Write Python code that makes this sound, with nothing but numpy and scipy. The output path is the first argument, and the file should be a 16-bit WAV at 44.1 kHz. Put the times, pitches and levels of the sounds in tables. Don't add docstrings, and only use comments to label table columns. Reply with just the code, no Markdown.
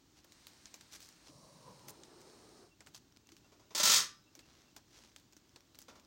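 import sys
import numpy as np
from scipy import signal
from scipy.fft import rfft, irfft, next_fast_len
from scipy.io import wavfile
from scipy.ndimage import map_coordinates

SR = 44100
rng = np.random.default_rng(int(sys.argv[2]) if len(sys.argv) > 2 else 0)


def dump_mix(stems):
    frames = np.atleast_2d(stems).T
    limited = np.clip(frames, -1, 1)
    pcm = np.round(limited * 32767).astype(np.int16)
    wavfile.write(sys.argv[1], SR, pcm)


N = 267246

# f/Hz, level/dB
YARD_EQ = [(15, -47), (25, -7.5), (102, -4.5), (200, -8.5), (309, -5), (545, -21), (591, -16.5),
           (677, -20.5), (796, -19.5), (863, -19.5), (2350, -25), (2610, -23.5), (4300, -21.5),
           (6740, -22.5), (11300, -40.5), (16000, -29)]
# t/s, level/dB
PEEPS = [(2.725, -71), (3.27, -77), (3.454, -73.5), (4.28, -73), (4.435, -73), (4.69, -75)]
# t/s, level/dB, half-width/s, tilt/(dB per octave)
SCUFFS = [(0.184, -65.5, 0.027, -1), (0.948, -51, 0.025, 2), (1.05, -62, 0.06, 4), (1.279, -60, .028, -2),
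          (1.895, -48, 0.013, 12.5), (2.963, -57, 0.02, 2), (4.53, -67, .17, -4), (5.002, -62.5, 0.1, -1.5)]
# f/Hz, level/dB
GRAVEL_EQ = [(150, -0.5), (500, -3.5), (1500, -4.5), (3000, -2.5), (6000, 2), (8000, -8), (11000, -14.5),
             (16000, -19)]
# t/s, level/dB, f/Hz
BUMPS = [(1.295, -55.5, 300), (2.88, -63, 150), (3.322, -57.5, 324), (4.375, -58, 326), (5.366, -59.5, 300)]
# t/s, level/dB, centre f/Hz, knock/dB, treble/dB
POPS = [(0.2445, -46, 1810, -7, -18), (0.3205, -41, 6230, -30, -27), (0.4683, -32, 3530, -44, -17.5),
        (0.6556, -33, 4800, -43, -38), (0.7406, -32.5, 6170, -19, -22), (0.8092, -38, 4600, -24, -25),
        (1.0032, -36.5, 4220, -39, -20), (1.017, -42, 5320, -39, -18), (1.026, -39.5, 6800, -38, -31),
        (1.0879, -40, 5850, -37, -25), (1.8825, -32, 6640, -11.5, -15), (2.0338, -38.5, 3970, -24, -38),
        (2.2144, -46.5, 5300, -23, -21), (2.805, -41.5, 1400, -6.5, -34.5), (2.8628, -45, 6860, -8, -25.5),
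        (2.8699, -40.5, 1400, -11, -26.5), (2.9455, -34.5, 6350, -19, -27), (3.289, -44, 2520, -13, -30.5),
        (3.3183, -41.5, 5960, -23, -27), (3.3655, -42.5, 4020, -30, -22.5),
        (4.3511, -40.5, 6060, -10.5, -19.5), (4.3908, -39.5, 2500, -14, -28),
        (4.7631, -35, 6100, -8.5, -22), (5.1612, -35.5, 4190, -31, -24), (5.3656, -42, 5800, -20, -22),
        (5.5592, -41, 4650, -8, -28.5), (5.7872, -33, 6170, -37, -14), (5.816, -38, 6600, -30, -19)]
# f/Hz, level/dB
KNOCK_EQ = [(80, -27), (300, -1), (1000, -2), (2500, -13.5), (8000, -35)]

# t/s, extra echo path/m, top whistle f/Hz
TORCH_MOVES = [(1.25, .56, 9250), (1.55, 0.62, 9460), (1.7, .69, 9300), (1.87, 0.76, 8730),
               (2.15, .81, 8720), (2.42, 0.81, 9150), (2.68, 0.89, 8860)]
# ratio to the top band, level/dB
WHISTLE_BANDS = [(.475, -5), (.595, 2), (1, 0)]
# f/Hz, level/dB
JET_EQ = [(2500, -17), (3400, -13), (3900, 3), (6300, 0.5), (7600, -4), (8800, -3), (10500, -15.5),
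          (14000, -17.5), (16000, -19.5)]
# f/Hz, level/dB
SPRAY_EQ = [(200, -9.5), (800, -1), (2000, -2), (3500, -4), (7000, -24), (16000, -28.5)]
# f/Hz, level/dB
HOLLOW_FLAME_EQ = [(70, -18.5), (140, 11.5), (220, 2), (330, -4), (430, -5.5), (560, 0.5), (720, -6.5),
                   (1000, 0.5), (1180, -6), (1400, -21), (4000, -35.5)]
# f/Hz, level/dB
OPEN_FLAME_EQ = [(60, -27.5), (140, -2), (240, 1), (340, 6), (480, -1), (800, -4.5), (1300, -9.5),
                 (1700, -16), (3000, -33), (8000, -41)]
# t/s, boost/dB
FLARES = [(1.69, 7), (1.87, 5)]

# t/s, level/dB, port ring/dB
NUDGES = [(3.4421, -70.5, -20), (3.5194, -65.5, -24), (3.595, -66, -27), (3.7055, -60, -10),
          (5.8821, -56, -9), (5.954, -62, -16)]
# f/Hz, level/dB
RUMBLE_EQ = [(100, -16), (200, -1), (350, 0.5), (520, -1), (610, 0), (760, -4.5), (1050, 0), (1200, -6),
             (1380, -4), (1600, -12.5), (2500, -9.5), (5000, -33.5)]
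# f/Hz, level/dB, t60/s
PORT_MODES = [(3530, -1.5, 0.5), (5310, -6, .2), (5720, -3, .2), (6050, -2.5, 0.22)]
# t/s, level/dB, sizzle/dB, thud/dB
CATCHES = [(3.7488, -32.5, -9.5, -11), (3.7768, -32.5, -8, -33), (3.7973, -28.5, -20.5, -7.5)]
# f/Hz, level/dB, t60/s
LID_MODES = [(1004, -8, 0.24), (1181, -13, 0.52), (1330, -18.5, 0.64), (1342, -1.5, 0.22),
             (1464, -20.5, 0.41), (1514, -15.5, 0.503), (1697, -12, .25), (1802, -5.5, 0.3),
             (2040, -6, .25), (2657, -5.5, .24), (3233, 4, 0.1), (3570, -2.5, .22), (3890, -22, 0.76),
             (3900, -6.5, 0.12), (4376, 3, 0.24), (4550, 2, .2), (4920, -1.5, .18), (4930, -5, .18),
             (5076, -23, 0.8), (5219, -3, .18), (5420, 5.5, 0.16), (5870, -9, .2), (6230, 7.5, .17),
             (6810, 6.5, .18), (7380, 2.5, .15), (7190, 5, .15), (7610, -12.5, .15), (8085, -4.5, .15),
             (8120, 2, .15)]
# f/Hz, level/dB, t60/s
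DRUM_MODES = [(149.7, -9.5, 0.4), (190, -2, .25), (221.7, -4.5, 0.36), (295, -6.5, 0.27), (357, -2.5, 0.13),
              (413, -10, .16), (534, -0.5, 0.13), (603, 9.5, 0.076), (680.68, -7.5, .22), (814, -3.5, .14),
              (880, -1, 0.17), (987, 3, .2)]
# f/Hz, level/dB
SHEET_EQ = [(300, -27), (600, -19.5), (760, -18), (1000, -12), (1380, -7.5), (1600, -14.5), (1850, -11.5),
            (2300, -10.5), (2900, -9.5), (3500, -2), (4600, -1.5), (6400, 0.5), (7600, -10), (10500, -16),
            (15700, -15)]
# f/Hz, t60/s
SHEET_T60 = [(400, 0.39), (750, 0.15), (1200, 0.31), (2000, .3), (3500, 0.275), (6000, 0.26), (10000, 0.23),
             (16000, .15)]
# f/Hz, level/dB
SIZZLE_EQ = [(5000, -45.5), (8000, 12.5), (10000, 3), (12000, -7), (13300, 10.5), (14500, 0.5), (15500, 11)]
# f/Hz, level/dB
CRACK_EQ = [(1000, -3), (6000, -4.5), (15000, -10.5)]

OPEN_S, LIGHT_S, WITHDRAW_S, SHUT_S = 0.29, 1.27, 1.907, 2.664
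JET_DB, SPRAY_DB, ROAR_DB, WHISTLE_DB = -68, -71, -62.5, -75
SEAT_S, PUSH_S, SLIP_GAP_S, SLIP_COUNT = 3.8314, 0.12, 0.0211, 10
SETTLE_DB_PER_S, THUD_FADE_DB_PER_S = 249.5, 65
OPEN_DRUM_HZ, TOP_HZ, SOUND_M_PER_S = 240, 15950, 343


def amp(db):
    return 10 ** (np.asarray(db) / 20)


def unit(x):
    return x / np.sqrt(np.mean(x ** 2) + 1e-20)


def along(points, hz):
    f, v = np.transpose(points)
    return np.interp(np.log(hz + 1), np.log(f + 1), v)


def automation(rows):
    s, *cols = np.transpose(rows)
    return [np.interp(np.arange(N) / SR, s, c) for c in cols]


def fade_in(t, s, takes_s):
    return .5 + .5 * np.tanh((t - s) / (2 * takes_s))


def wobble(rate):
    return map_coordinates(rng.standard_normal(int(N * rate / SR) + 4), [np.arange(N) * rate / SR])


def eq(x, gain_db):
    m = next_fast_len(len(x) + 2048)
    return irfft(rfft(x, m) * amp(gain_db(np.fft.rfftfreq(m, 1 / SR))), m)[:len(x)]


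def noise(spectrum, size):
    return unit(eq(rng.standard_normal(size), lambda hz: along(spectrum, hz)))


def add(track, s, sound):
    part = track[round(s * SR):][:len(sound)]
    part += sound[:len(part)]


def grit(size, rate, spread_db):
    ticks = (rng.random(size) < rate / SR) * np.sign(rng.standard_normal(size))
    return ticks * amp(spread_db * np.clip(rng.standard_normal(size), -2, 2))


def clinks(impacts):
    t = np.arange(256) / SR
    power = signal.fftconvolve(impacts ** 2, amp(-60 * t / 0.0087) ** 2)[:len(impacts)]
    return np.sqrt(np.abs(power)) * rng.standard_normal(len(impacts))


def fires():
    crackle = eq(clinks(grit(N, rate=15, spread_db=10)), lambda hz: along(GRAVEL_EQ, hz))
    return amp(-68 + 0.64 * wobble(9)) * noise(YARD_EQ, N) + amp(-81.5) * unit(crackle)


def bird():
    t = np.arange(N) / SR
    swell = sum(amp(db) * np.exp(-((t - s) / 0.015) ** 2) for s, db in PEEPS)
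    pitch_hz = 2700 + 20 * wobble(20)
    return np.sqrt(2) * swell * np.sin(2 * np.pi * np.cumsum(pitch_hz) / SR)


def gravel():
    out, t = np.zeros(N), np.arange(N) / SR
    debris = [(s + .015, db - 30, .012, 3.5) for s, db, *_ in POPS]
    for s, db, width_s, tilt_db in SCUFFS + debris:
        near = np.abs(t - s) < 3 * width_s
        grains = clinks(grit(near.sum(), rate=1300, spread_db=4.5))
        stones = eq(grains, lambda hz: along(GRAVEL_EQ, hz) + tilt_db * np.log2(hz / 4000 + 0.25))
        out[near] += amp(db) * unit(stones) * np.exp(-((t[near] - s) / width_s) ** 2)
    return out


def bumps():
    out, t = np.zeros(N), np.arange(8192) / SR
    envelope = amp(4.5 - 60 * t / 0.072) * (1 - np.exp(-t / 0.0014))
    for s, db, hz in BUMPS:
        add(out, s, amp(db) * envelope * np.sin(2 * np.pi * hz * t))
    return out


def faint_pops():
    return [(when * N / SR, -50.5 + 3 * size, 3000 + 3500 * pitch, -16, -23)
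            for when, size, pitch in rng.random((8, 3))]


def pops():
    out, t = np.zeros(N), np.arange(8192) / SR
    attack = 1 / (1 + np.exp(-(t - .001) / .00012))
    for s, db, centre_hz, knock_db, treble_db in POPS + faint_pops():
        peak = [(centre_hz * 0.77, -4), (centre_hz, 1), (centre_hz * 1.25, -4)]
        top = [(max(8000, centre_hz * 0.83), -7), (max(10500, centre_hz * 1.4), treble_db + 4)]
        tone = [(200, -12), (1200, -8), *peak, *top, (16000, treble_db + 12)]
        snap = noise(tone, len(t)) * np.exp(-((t - .0015) / .0006) ** 2)
        t60 = 0.035 * 2 ** (knock_db / 31)
        rattle = noise(tone, len(t)) * (amp(-10.5 - 60 * t / t60) + amp(-28.5 - 60 * t / 0.18))
        knock = noise(KNOCK_EQ, len(t)) * amp(knock_db - 11 - 60 * t / 0.11)
        add(out, s, amp(db) * (amp(-4.5) * snap / np.abs(snap).max() + rattle + knock) * attack)
    return out


def valve():
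    t = np.arange(N) / SR
    flow = fade_in(t, OPEN_S, 0.039) * (1 - fade_in(t, SHUT_S, 0.032))
    return flow, flow * fade_in(t, LIGHT_S, 0.007)


def whistle():
    _, top_hz = automation(TORCH_MOVES)
    _, lit = valve()
    phase = 2 * np.pi * np.cumsum(top_hz) / SR
    bands = np.zeros(N)
    for ratio, db in WHISTLE_BANDS:
        rate = 700 * ratio
        bands += amp(db) * (wobble(rate) * np.sin(ratio * phase) + wobble(rate) * np.cos(ratio * phase))
    return amp(WHISTLE_DB) * lit * unit(bands)


def comb(x, spacing_hz, strength):
    n = np.arange(N)
    return unit(sum(strength ** k * np.interp(n - k * SR / spacing_hz, n, x) for k in range(3)))


def torch():
    t = np.arange(N) / SR
    flow, lit = valve()
    age_s = np.maximum(t - LIGHT_S, 0)
    path_m, _ = automation(TORCH_MOVES)
    comb_hz = SOUND_M_PER_S / path_m

    hollow = 1 - fade_in(t, WITHDRAW_S, 0.047)
    flame = np.sqrt(hollow) * noise(HOLLOW_FLAME_EQ, N) + np.sqrt(1 - hollow) * noise(OPEN_FLAME_EQ, N)
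    flare_db = sum(db * np.exp(-((t - s) / 0.042) ** 2) for s, db in FLARES)
    growth_db = -2.5 * np.exp(-age_s / 0.25)
    roar = amp(ROAR_DB + growth_db + flare_db + 0.92 * wobble(25.04))
    roar *= comb(flame, comb_hz, strength=0.19 + 0.22 * hollow)

    jet = amp(JET_DB - 0.3 * lit + 1.1 * wobble(7.2))
    jet *= comb(noise(JET_EQ, N), comb_hz * (1 + .008 * wobble(5)), strength=0.24)
    duck_db = 22 * lit * np.exp(-(age_s / 0.21) ** 2)
    recede_db = 8 * (path_m - path_m[0])
    spray = amp(SPRAY_DB - recede_db - duck_db) * noise(SPRAY_EQ, N)
    return lit * roar + flow * (jet + spray)


def ring(modes, t, scatter_db, detune=.002):
    hz, db, t60 = np.transpose(modes)[:, :, None]
    gain = amp(db + scatter_db * rng.standard_normal(hz.shape))
    hz = hz * (1 + detune * rng.standard_normal(hz.shape))
    waves = np.sin(2 * np.pi * (hz * t + rng.random(hz.shape))) * amp(-60 * t / t60)
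    return (gain * waves).sum(0) * np.sqrt(2 / np.sum(gain ** 2))


def sheet_modes(count=520):
    slots = np.linspace(np.sqrt(300), np.sqrt(TOP_HZ), count) ** 2
    return slots + np.gradient(slots) * rng.random(count), 2.5 * rng.standard_normal(count)


def sheet(modes, spectrum, t):
    modes_hz, modes_db = modes
    phases = np.exp(2j * np.pi * rng.random(len(modes_hz)))
    lines = np.zeros(len(t) // 2 + 1, complex)
    lines[(modes_hz * len(t) / SR).astype(int)] = amp(modes_db) * phases
    hz = np.fft.rfftfreq(len(t), 1 / SR)
    sustained = unit(irfft(lines * amp(along(spectrum, hz)), len(t)))
    band_hz, frame_s, bands = signal.stft(sustained, SR, nperseg=256)
    decay = amp(-60 * frame_s / along(SHEET_T60, band_hz)[:, None])
    return signal.istft(bands * decay, SR, nperseg=256)[1][:len(t)]


def nudges(modes):
    out, t = np.zeros(N), np.arange(32768) / SR
    glove = amp(-60 * t / .9) * (1 - np.exp(-t / 0.00092))
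    for s, db, port_db in NUDGES:
        steel = amp(-1.5) * sheet(modes, SHEET_EQ, t) + amp(-13) * ring(LID_MODES, t, scatter_db=2)
        port = amp(port_db) * ring(PORT_MODES, t, scatter_db=1)
        rumble = amp(1 - 60 * t / 0.53) * noise(RUMBLE_EQ, len(t))
        add(out, s, amp(db) * (steel + port + rumble) * glove)
    return out


def slips():
    since_s = SLIP_GAP_S * np.arange(SLIP_COUNT)
    late, louder = rng.standard_normal((SLIP_COUNT, 2)).T
    times = SEAT_S + since_s + .0015 * late * (since_s > 0)
    levels = -24.5 + 0.46 * louder - SETTLE_DB_PER_S * np.maximum(since_s - PUSH_S, 0)
    thuds = -12.5 - THUD_FADE_DB_PER_S * since_s
    return [(s, db, -9, thud_db) for s, db, thud_db in zip(times, levels, thuds)]


def lid_clatter(modes):
    out, t = np.zeros(N), np.arange(32768) / SR
    attack = 1 - np.exp(-t / 0.0013)
    for s, db, sizzle_db, thud_db in CATCHES + slips():
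        steel = amp(-1.5) * sheet(modes, SHEET_EQ, t) + amp(-3) * ring(LID_MODES, t, scatter_db=-0.5)
        tilt_db = 0.14 * (db + 27.5)
        steel = eq(steel, lambda hz: tilt_db * np.log2(hz / 4000 + 0.145))
        sizzle = amp(sizzle_db - 60 * t / 1.2) * sheet(modes, SIZZLE_EQ, t)
        crack = amp(sizzle_db + 10 - 60 * t / 0.0057) * noise(CRACK_EQ, len(t))
        scrape = eq(grit(len(t), rate=1500, spread_db=-5), lambda hz: along(SHEET_EQ, hz))
        skid = amp(-6 - 60 * t / .08) * unit(scrape)
        thud = amp(thud_db) * ring(DRUM_MODES, t, scatter_db=4) * (1 - np.exp(-t / 0.00097))
        if s < SEAT_S:
            thud = eq(thud, lambda hz: -10 * np.log10(1 + (OPEN_DRUM_HZ / (hz + 1)) ** 6))
        add(out, s, amp(db) * (steel + sizzle + crack + skid + thud) * attack)
    return out


def scene():
    modes = sheet_modes()
    lid = lid_clatter(modes) + nudges(modes)
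    return (lid + bumps() + pops() + gravel() + torch() + whistle() + fires() + bird())[None]


def record(dry):
    band_db = lambda hz: -10 * np.log10(1 + (40 / (hz + 1)) ** 8) - 120 * (hz > TOP_HZ)
    return np.array([eq(ch, band_db) for ch in dry])


dry = scene()
out = record(dry)
dump_mix(out)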